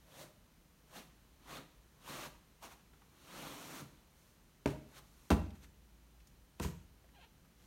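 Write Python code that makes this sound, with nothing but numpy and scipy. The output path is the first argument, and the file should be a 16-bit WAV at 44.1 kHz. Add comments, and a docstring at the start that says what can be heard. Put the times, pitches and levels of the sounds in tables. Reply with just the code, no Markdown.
"""Someone in hard-soled boots first shifts about on a cushion: filtered noise makes denim and embroidered
cloth swish at each move, and a heel gives soft bumps. Then come three knocks, as the boots step onto two books
on a parquet floor: decaying sine waves ring the boards in a small room, and noise bursts slap the covers.
After the second knock a sole skids with a gritty hiss, and near the end the leather creaks in quick slips.
Small ticks are scattered along the way; a faint hum, whine and hiss of air lie underneath throughout."""
import sys
import numpy as np
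from scipy import signal
from scipy.fft import irfft, next_fast_len
from scipy.io import wavfile

SR = 44100
rng = np.random.default_rng(int(sys.argv[2]) if len(sys.argv) > 2 else 0)


def pcm_store(signal):
    """Save signal as 16-bit PCM."""
    levels = np.round(np.clip(np.atleast_2d(signal), -1, 1) * 32767)
    wavfile.write(sys.argv[1], SR, levels.astype(np.int16).T)


N = 337806
TIME = np.arange(N) / SR


def from_db(db):
    """Turn decibels into a gain."""
    return 10 ** (np.asarray(db) / 20)


def rms_one(x):
    """Scale to an average strength (rms) of 1."""
    return x / np.sqrt(np.mean(x ** 2) + 1e-20)


def at_hz(points, hz):
    """Read a table between its rows, on a log-frequency axis."""
    f, value = np.transpose(points)
    return np.interp(np.log(np.maximum(hz, 1)), np.log(f), value)


def noise(spectrum, size, tilt=0):
    """Noise with a given spectrum, tilted in dB per octave; rms 1."""
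    hz = np.fft.rfftfreq(size, 1 / SR)
    lowest_hz = spectrum[0][0]
    octaves = np.log2(np.maximum(hz, lowest_hz))
    # below the first row of the table the noise fades out
    fade = np.minimum(hz / lowest_hz, 1) ** 2
    gain = from_db(at_hz(spectrum, hz) + tilt * octaves) * fade
    random_phase = np.exp(2j * np.pi * rng.random(len(hz)))
    return rms_one(irfft(gain * random_phase, size))


def long_noise(spectrum):
    """Noise with a given spectrum that lasts the whole scene."""
    return noise(spectrum, size=next_fast_len(N))[:N]


def band(x, low_hz, high_hz, order=2):
    """Keep only what lies between two frequencies (Butterworth band-pass)."""
    edges = [low_hz, min(high_hz, SR / 2 - 1)]
    return signal.sosfilt(signal.butter(order, edges, "band", fs=SR, output="sos"), x)


def resonance(x, hz, width):
    """Two-pole resonance, gain 1 on top."""
    r = np.exp(-np.pi * width / SR)
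    feedback = [1, -2 * r * np.cos(2 * np.pi * hz / SR), r * r]
    return signal.lfilter(np.array([1, 0, -1]) * (1 - r * r) / 2, feedback, x)


def decay(t, t60):
    """Falls by 60 dB in t60 seconds."""
    return np.exp(-np.log(1000) * t / t60)


def add(out, s, sound):
    """Mix a sound in at time s."""
    start = round(s * SR)
    out[start:start + len(sound)] += sound[:N - start]


def ringing(modes, alternate=False):
    """One second of a body's answer to a unit blow; neighbouring modes may swing in opposite senses."""
    t, out = TIME[:SR], 0
    sense = -1 if alternate else 1
    for k, (hz, db, t60) in enumerate(modes):
        out = out + sense ** k * from_db(db) * decay(t, t60) * np.sin(2 * np.pi * hz * t)
    return out


def push(x, contact_ms):
    """A contact of finite length cannot excite modes much faster than itself."""
    r = np.exp(-2 * np.pi * 1000 / (contact_ms * SR))
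    return signal.lfilter([(1 - r) ** 2], [1, -2 * r, r * r], x)


STROKE_RANGE_DB = 23  # rise and fall times span this much


def stroke(s, rise_s, hold_s, fall_s):
    """Gain of a rubbing stroke: it gathers speed, holds from time s, and dies away."""
    before = np.maximum(s - TIME, 0) / rise_s
    after = np.maximum(TIME - s - hold_s, 0) / fall_s
    return from_db(-STROKE_RANGE_DB * np.minimum(before + after, 10))


def catching(depth_db, rate_hz):
    """Rubbing surfaces catch and let go: a fast uneven gain of rms 1."""
    slow_pass = signal.butter(2, rate_hz, fs=SR, output="sos")
    wander = signal.sosfilt(slow_pass, rng.standard_normal(N))
    return rms_one(from_db(depth_db * rms_one(wander)))


# Deep swaying of the floor and the air above it. Each row: pitch in Hz, level in dB, time to fall 60 dB in s.
FLOOR_SWAY = [(62.15, -10, 0.51), (71.7, -2.5, 0.19), (86, -15.5, 0.59)]
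# Book and boards; each step lands on another spot and reaches the modes differently.
# Each row: pitch in Hz, time to fall 60 dB in seconds, then level in dB at step 1, step 2 and step 3.
BOARDS = [(78, 0.22, -29, -11, -6.5), (117.2, 0.41, -13, -9, -19), (140.3, 0.46, -8.5, -14, -6.5),
          (171, 0.24, -21, -3.5, 4.5), (215, 0.25, -16, -3, -4.5), (286, 0.17, -0.5, 3, -11),
          (328, 0.22, -9, -2.5, -8), (403, 0.17, -1.5, -8, -2.5), (488, 0.14, -10, -5, -6),
          (565, 0.034, 0, -22, -7), (626, 0.082, -2, -4.5, -8.5), (695, 0.065, -3.5, 1.5, -10),
          (838, 0.038, -0.5, 1.5, -27), (917, 0.074, -2, 1.5, -4), (1025, 0.051, -21, 4, 3.5),
          (1038, 0.21, -20, -6, -27), (1115, .12, -29, -15, -9), (1340, 0.1, -31, -5.5, -7),
          (1530, 0.075, -30, -8.5, -3.5), (1930, 0.023, -22, -13, 0), (2720, 0.045, 9, -7, -23)]
# Colour of the flat slap of sole on cover. Each row: frequency in Hz, relative level in dB per Hz.
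SLAP_COLOUR = [(120, -24), (250, 1), (450, -2.5), (800, -7), (1300, -10), (1900, -13), (2800, -14),
               (4500, -19), (8000, -24), (15500, -34)]
# Heel and sole meeting a book. Each row: start in seconds, thud level in dB, knock level in dB,
# contact time in ms, slap level in dB, slap tilt in dB per octave, time for the slap to fall 60 dB in seconds.
CONTACTS = [(4.6582, -39, -29, 1.3, -30.5, -2, 0.053), (4.6732, -42.5, -64, 2.3, -45, 0, 0.31),
            (4.7, -78, -69, 1.4, -59, 4.5, 0.15), (5.3034, -71, -40.5, 0.18, -29.5, 0, 0.059),
            (5.3085, -67, -34.5, 0.52, -27, -8, 0.041), (5.3136, -26, -29.5, 0.69, -35, 0.0, 0.18),
            (5.3227, -36, -42, 2, -42, -9, 0.077), (5.3267, -24, -39.5, 2.5, -39, -2.5, 0.046),
            (6.5982, -61, -40.5, 0.5, -41, 1.5, 0.015), (6.6066, -36.5, -47, 2, -42.5, -5.5, 0.055),
            (6.648, -32, -41, 1.05, -42, -1.5, 0.041)]
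STEP_GAP_S = 0.3  # after a longer pause the next contact is a new step on a new spot


def footfalls(thud_contact_ms=1.6, crack_db=3.5, crack_t60=0.018, slap_rise_s=0.00075, lowest_hz=46):
    """Each contact slaps the cover, knocks the boards beneath and loads the whole floor."""
    out, t = np.zeros(N), TIME[:SR]
    thud = push(ringing(FLOOR_SWAY), thud_contact_ms)
    mode_hz, mode_t60, *spots = np.transpose(BOARDS)
    rows = np.array(CONTACTS)
    new_steps = np.flatnonzero(np.diff(rows[:, 0]) > STEP_GAP_S) + 1
    for contacts, spot_db in zip(np.split(rows, new_steps), spots):
        boards = ringing(zip(mode_hz, spot_db, mode_t60), alternate=True)
        for s, thud_db, knock_db, contact_ms, slap_db, tilt, t60 in contacts:
            knock = push(boards, contact_ms)
            add(out, s, from_db(thud_db) * thud + from_db(knock_db) * knock)
            # the hard edge cracks first, then the pages are pressed flat
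            shape = decay(t, t60) + from_db(crack_db) * decay(t, crack_t60)
            shape = shape * (1 - np.exp(-t / slap_rise_s))
            slap = noise(SLAP_COLOUR, size=8192, tilt=tilt)
            add(out, s, from_db(slap_db) * slap * shape[:len(slap)])
    # the floor radiates little at the very bottom
    return signal.sosfilt(signal.butter(3, lowest_hz, "high", fs=SR, output="sos"), out)


# A heel set down on the cushion. Each row: start in seconds, level in dB.
PADS = [(2.088, -43.5), (2.239, -59), (3.812, -42.5)]


def pads(contact_ms=4.3):
    """Through the cushion a heel gives the boards only a long, soft push."""
    out = np.zeros(N)
    mode_hz, mode_t60, *spots = np.transpose(BOARDS)
    mean_db = np.mean(spots, axis=0)
    bump = push(ringing(zip(mode_hz, mean_db, mode_t60), alternate=True), contact_ms)
    for s, db in PADS:
        add(out, s, from_db(db) * bump)
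    return out


def shifting(x, patchy_db, rate_hz, top_hz=4600, count=12):
    """Wrinkles form and flatten: each band of the swish swells and fades a little by itself."""
    edges, out = np.geomspace(480, top_hz, count + 1), 0
    for k, (low, high) in enumerate(zip(edges, edges[1:])):
        # alternating signs let neighbouring bands join without a notch
        out = out + (-1) ** k * band(x, low, high) * catching(patchy_db, rate_hz)
    return out


# Colour of rubbing cloth. Each row: frequency in Hz, relative level in dB per Hz.
CLOTH_COLOUR = [(90, -10), (140, 4.5), (205, -1.5), (275, 4.5), (420, -3.5), (760, -8.5), (1100, -7),
                (1600, -11), (2800, -11.5), (4200, -12), (6300, -12.5), (13000, -20), (15800, -23)]
# Cloth rubbing as a leg moves. Each row: time of full speed in seconds, rise, hold and fall in seconds,
# friction level in dB, rumble and fine hiss in dB relative to it, pitch of the fold in Hz, its relative level in dB.
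RUBS = [(0.202, 0.17, 0.024, 0.085, -55.5, -4, -4, 525, 3),
        (0.959, 0.087, 0.026, 0.1, -55, -4.5, -4.5, 550, -6),
        (1.509, 0.088, 0.064, 0.077, -52, -2.5, -8, 1140, -9),
        (2.091, 0.092, 0.17, 0.053, -51, -7.5, -5.5, 1170, -2.5),
        (2.629, 0.018, 0.03, 0.044, -55, -4, -5, 880, 1),
        (2.719, 0.064, 0.013, 0.037, -62, -9, -4.5, 1100, -26),
        (3.369, 0.21, 0.097, 0.52, -54.5, -1.5, -6, 1110, -40),
        (3.761, 0.57, 0.046, 0.042, -56.5, -2, -2, 1120, 0),
        (4.176, 0.11, 0.13, .15, -84, -10, 5.5, 1250, -24),
        (4.981, 0.11, 0.0066, 0.034, -59, -6, -4.5, 1290, -20),
        (5.236, 0.58, 0.053, .05, -76.5, -9, 3, 1250, -33)]
# the leg sways faintly round each rub: relative level, and how many times slower it rises and falls
SWAY_DB, SWAY_STRETCH = -25, 5.1
DRAG_LAG_S = 0.015  # the rumble of pressed cloth trails the swish
FOLD_WIDTH = 0.34  # share of the fold's pitch


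def cloth(rumble_db=0.0, swish_db=1.0, hiss_db=1.47):
    """Threads slide over each other; pressure adds a rumble, speed a fine hiss, a fold its hollow tone."""
    out, threads = np.zeros(N), long_noise(CLOTH_COLOUR)
    rumble = from_db(rumble_db) * rms_one(band(threads, 113, 520, order=4))
    rumble = rumble * catching(depth_db=1.5, rate_hz=11.4)
    grain = catching(depth_db=0.8, rate_hz=560)
    swish = shifting(long_noise(CLOTH_COLOUR), patchy_db=1.9, rate_hz=15.0) * grain
    hiss = from_db(hiss_db) * rms_one(band(threads, 4460, 17000, order=4)) * grain
    for s, rise, hold, fall, db, pressure_db, speed_db, hz, fold_db in RUBS:
        fold = from_db(fold_db) * resonance(swish, hz, FOLD_WIDTH * hz)
        coloured = from_db(swish_db) * rms_one(swish + fold)
        sway = from_db(SWAY_DB) * stroke(s, SWAY_STRETCH * rise, hold, SWAY_STRETCH * fall)
        speed = np.maximum(stroke(s, rise, hold, fall), sway)
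        pressure = stroke(s + DRAG_LAG_S, rise, hold, fall)
        sliding = speed * (coloured + from_db(speed_db) * hiss)
        pressing = pressure * from_db(pressure_db) * rumble
        out += from_db(db) * (sliding + pressing)
    return out


# Colour of a slipping sole's hiss. Each row: frequency in Hz, relative level in dB per Hz.
SKID_COLOUR = [(300, 3), (1000, -3), (2500, -3.5), (4500, -6), (7000, -4), (10000, -12.5), (13000, -11.5),
               (16000, -22)]
# Sole slipping on a cover. Each row: time of full speed in seconds, rise, hold and fall in s, level in dB.
SKIDS = [(5.555, .03, .005, .04, -67.5), (5.635, 0.056, .005, 0.05, -61.5),
         (6.627, 0.028, 0.01, 0.093, -44), (7.603, .06, .05, .06, -71)]


def skid(grit_db=2.0):
    """The sole slips on a glossy cover with a gritty hiss."""
    level = sum(from_db(db) * stroke(s, rise, hold, fall) for s, rise, hold, fall, db in SKIDS)
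    return level * long_noise(SKID_COLOUR) * catching(depth_db=grit_db, rate_hz=500)


# Leather creaking as the weight comes onto it. Each row: time of full level in seconds, hold in seconds,
# level in dB, slips per second at first, slips per second at last.
CREAKS = [(7.151, 0.045, -67, 1000, 690), (7.213, 0.036, -61.5, 540, 440)]
# Resonances of the boot. Each row: pitch in Hz, width in Hz, relative level in dB.
LEATHER = [(715, 94, 1), (1000, 250, -10), (1550, 400, -9.5), (2510, 170, -5.5), (2960, 250, -6),
           (3440, 360, -10.5), (4030, 360, -12)]
CREAK_RISE_S, CREAK_FALL_S, CREAK_SLOWING_S = 0.026, 0.031, 0.016
CREAK_JITTER_DB, CREAK_JITTER_HZ = 0.55, 90  # depth and speed of the unevenness in the slip rate


def creak():
    """Leather sticks and slips, ever more slowly and a little unevenly, and rings the boot."""
    out = np.zeros(N)
    for s, hold, db, first_per_s, last_per_s in CREAKS:
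        slowing = np.exp(-np.maximum(TIME - s, 0) / CREAK_SLOWING_S)
        per_s = last_per_s + (first_per_s - last_per_s) * slowing
        turns = np.cumsum(per_s * catching(CREAK_JITTER_DB, CREAK_JITTER_HZ)) / SR
        # one click of random strength at each whole turn
        slips = np.diff(np.floor(turns), prepend=0) * rng.uniform(.6, 1, N)
        body = np.zeros(N)
        for k, (hz, width, mode_db) in enumerate(LEATHER):
            body += (-1) ** k * from_db(mode_db) * resonance(slips, hz, width)
        out += from_db(db) * stroke(s, CREAK_RISE_S, hold, CREAK_FALL_S) * rms_one(body)
    return out


# Small ticks of leather and binding.
# Each row: start in seconds, level in dB, centre pitch in Hz, time to fall 60 dB in seconds.
TICKS = [(2.794, -65, 1260, 0.055), (2.932, -64.5, 1140, 0.11), (3.016, -63, 1140, 0.097),
         (3.176, -67, 1500, 0.043), (5.505, -53.5, 3200, 0.021), (5.641, -52.5, 1770, 0.037),
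         (6.202, -62, 2470, 0.035), (6.27, -58.5, 6000, 0.047), (7.04, -60, 514, 0.058),
         (7.088, -62, 1470, 0.042), (7.446, -64, 1070, 0.056)]


def ticks(rise_s=0.0017):
    """Short, broad crackles as the weight settles: widely resonant noise that dies away at once."""
    out, t = np.zeros(N), TIME[:SR // 4]
    for s, db, hz, t60 in TICKS:
        crackle = rms_one(resonance(rng.standard_normal(len(t)), hz, hz * 0.63))
        add(out, s, from_db(db) * crackle * decay(t, t60) * (1 - np.exp(-t / rise_s)))
    return out


# How long echoes last. Each row: frequency in Hz, time to fall 60 dB in seconds.
ROOM_T60 = [(100, 0.8), (400, 0.37), (1500, 0.49), (4000, 0.62), (9000, 0.33), (16000, 0.42)]
# How strongly the room answers. Each row: frequency in Hz, relative level in dB.
ROOM_SEND = [(60, -4.5), (200, -1.5), (500, 1), (1500, -4), (5000, -5), (15000, -2)]


def room(x, first_echo_s=0.0033, build_s=0.0085):
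    """Dense wall echoes, made of noise that dies away at its own pace in each octave."""
    t, response = TIME[:SR], 0
    onset = 1 - np.exp(-np.maximum(t - first_echo_s, 0) / build_s)
    for hz in 88 * 2. ** np.arange(8):
        tail = rng.standard_normal(SR) * onset * decay(t, at_hz(ROOM_T60, hz))
        tail = tail / np.linalg.norm(tail)
        octave = band(tail, hz / np.sqrt(2), hz * np.sqrt(2), order=3)
        response = response + from_db(at_hz(ROOM_SEND, hz)) * octave
    return signal.fftconvolve(x, response)[:N]


# Colour of the still air. Each row: frequency in Hz, relative level in dB per Hz.
AIR_COLOUR = [(20, -31), (37, -1.5), (59, -2), (97, -10), (151, -6), (228, -11.5), (418, -18), (705, -23),
              (928, -22), (1010, -23), (1900, -26), (2950, -28), (4840, -29), (12700, -34), (15800, -35)]
AIR_DB = -66  # rms
# A thin electronic whine. Each row: pitch in Hz, level in dB rms.
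WHINE = [(3025, -91.5), (4037, -90.5), (5044, -91), (6056, -92), (7063, -93), (9082, -95), (11100, -99)]
HUM_HZ = 56
HUM_DB, HUM_GROWTH_DB_PER_S = -79.5, 1.5  # rms at the start before the swell is added, and slow growth
HUM_SWELL_DB, HUM_PERIOD_S, HUM_CREST_S = 5.5, 3.7, 2.25  # up and down by this much, period, time of a crest


def background():
    """Still air as noise, a deep sine hum that slowly swells and fades, and a thin whine of sines."""
    whine = sum(from_db(db) * np.sin(2 * np.pi * (hz * TIME + rng.random())) for hz, db in WHINE)
    swell_db = HUM_SWELL_DB * np.cos(2 * np.pi * (TIME - HUM_CREST_S) / HUM_PERIOD_S)
    hum_db = HUM_DB + HUM_GROWTH_DB_PER_S * TIME + swell_db
    hum = from_db(hum_db) * np.sin(2 * np.pi * HUM_HZ * TIME)
    air = from_db(AIR_DB) * long_noise(AIR_COLOUR)
    return air + np.sqrt(2) * (hum + whine)  # a sine of rms 1 peaks at the root of 2


def scene(boots_wet_db=-8.0, cloth_wet_db=-6.5):
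    """The boots are down on the floor, the cloth is nearer; both also sound through the room."""
    boots = footfalls() + pads() + skid() + ticks() + creak()
    near = cloth()
    echoes = room(from_db(boots_wet_db) * boots + from_db(cloth_wet_db) * near)
    return (boots + near + echoes + background())[None]


# Resonances of the microphone port. Each row: pitch in Hz, width in Hz, boost or cut in dB.
PORT = [(3780, 1100, -1), (4990, 760, -3.5), (6400, 980, 0), (7600, 960, -3.5), (10500, 770, -5),
        (12400, 2600, 2)]
CUTOFF_HZ = 15900


def record(dry):
    """The microphone port ripples the treble; the top is cut."""
    for hz, width, db in PORT:
        dry = dry + (from_db(db) - 1) * resonance(dry, hz, width)
    return signal.sosfilt(signal.ellip(12, .1, 80, CUTOFF_HZ, fs=SR, output="sos"), dry)


dry = scene()
out = record(dry)
pcm_store(out)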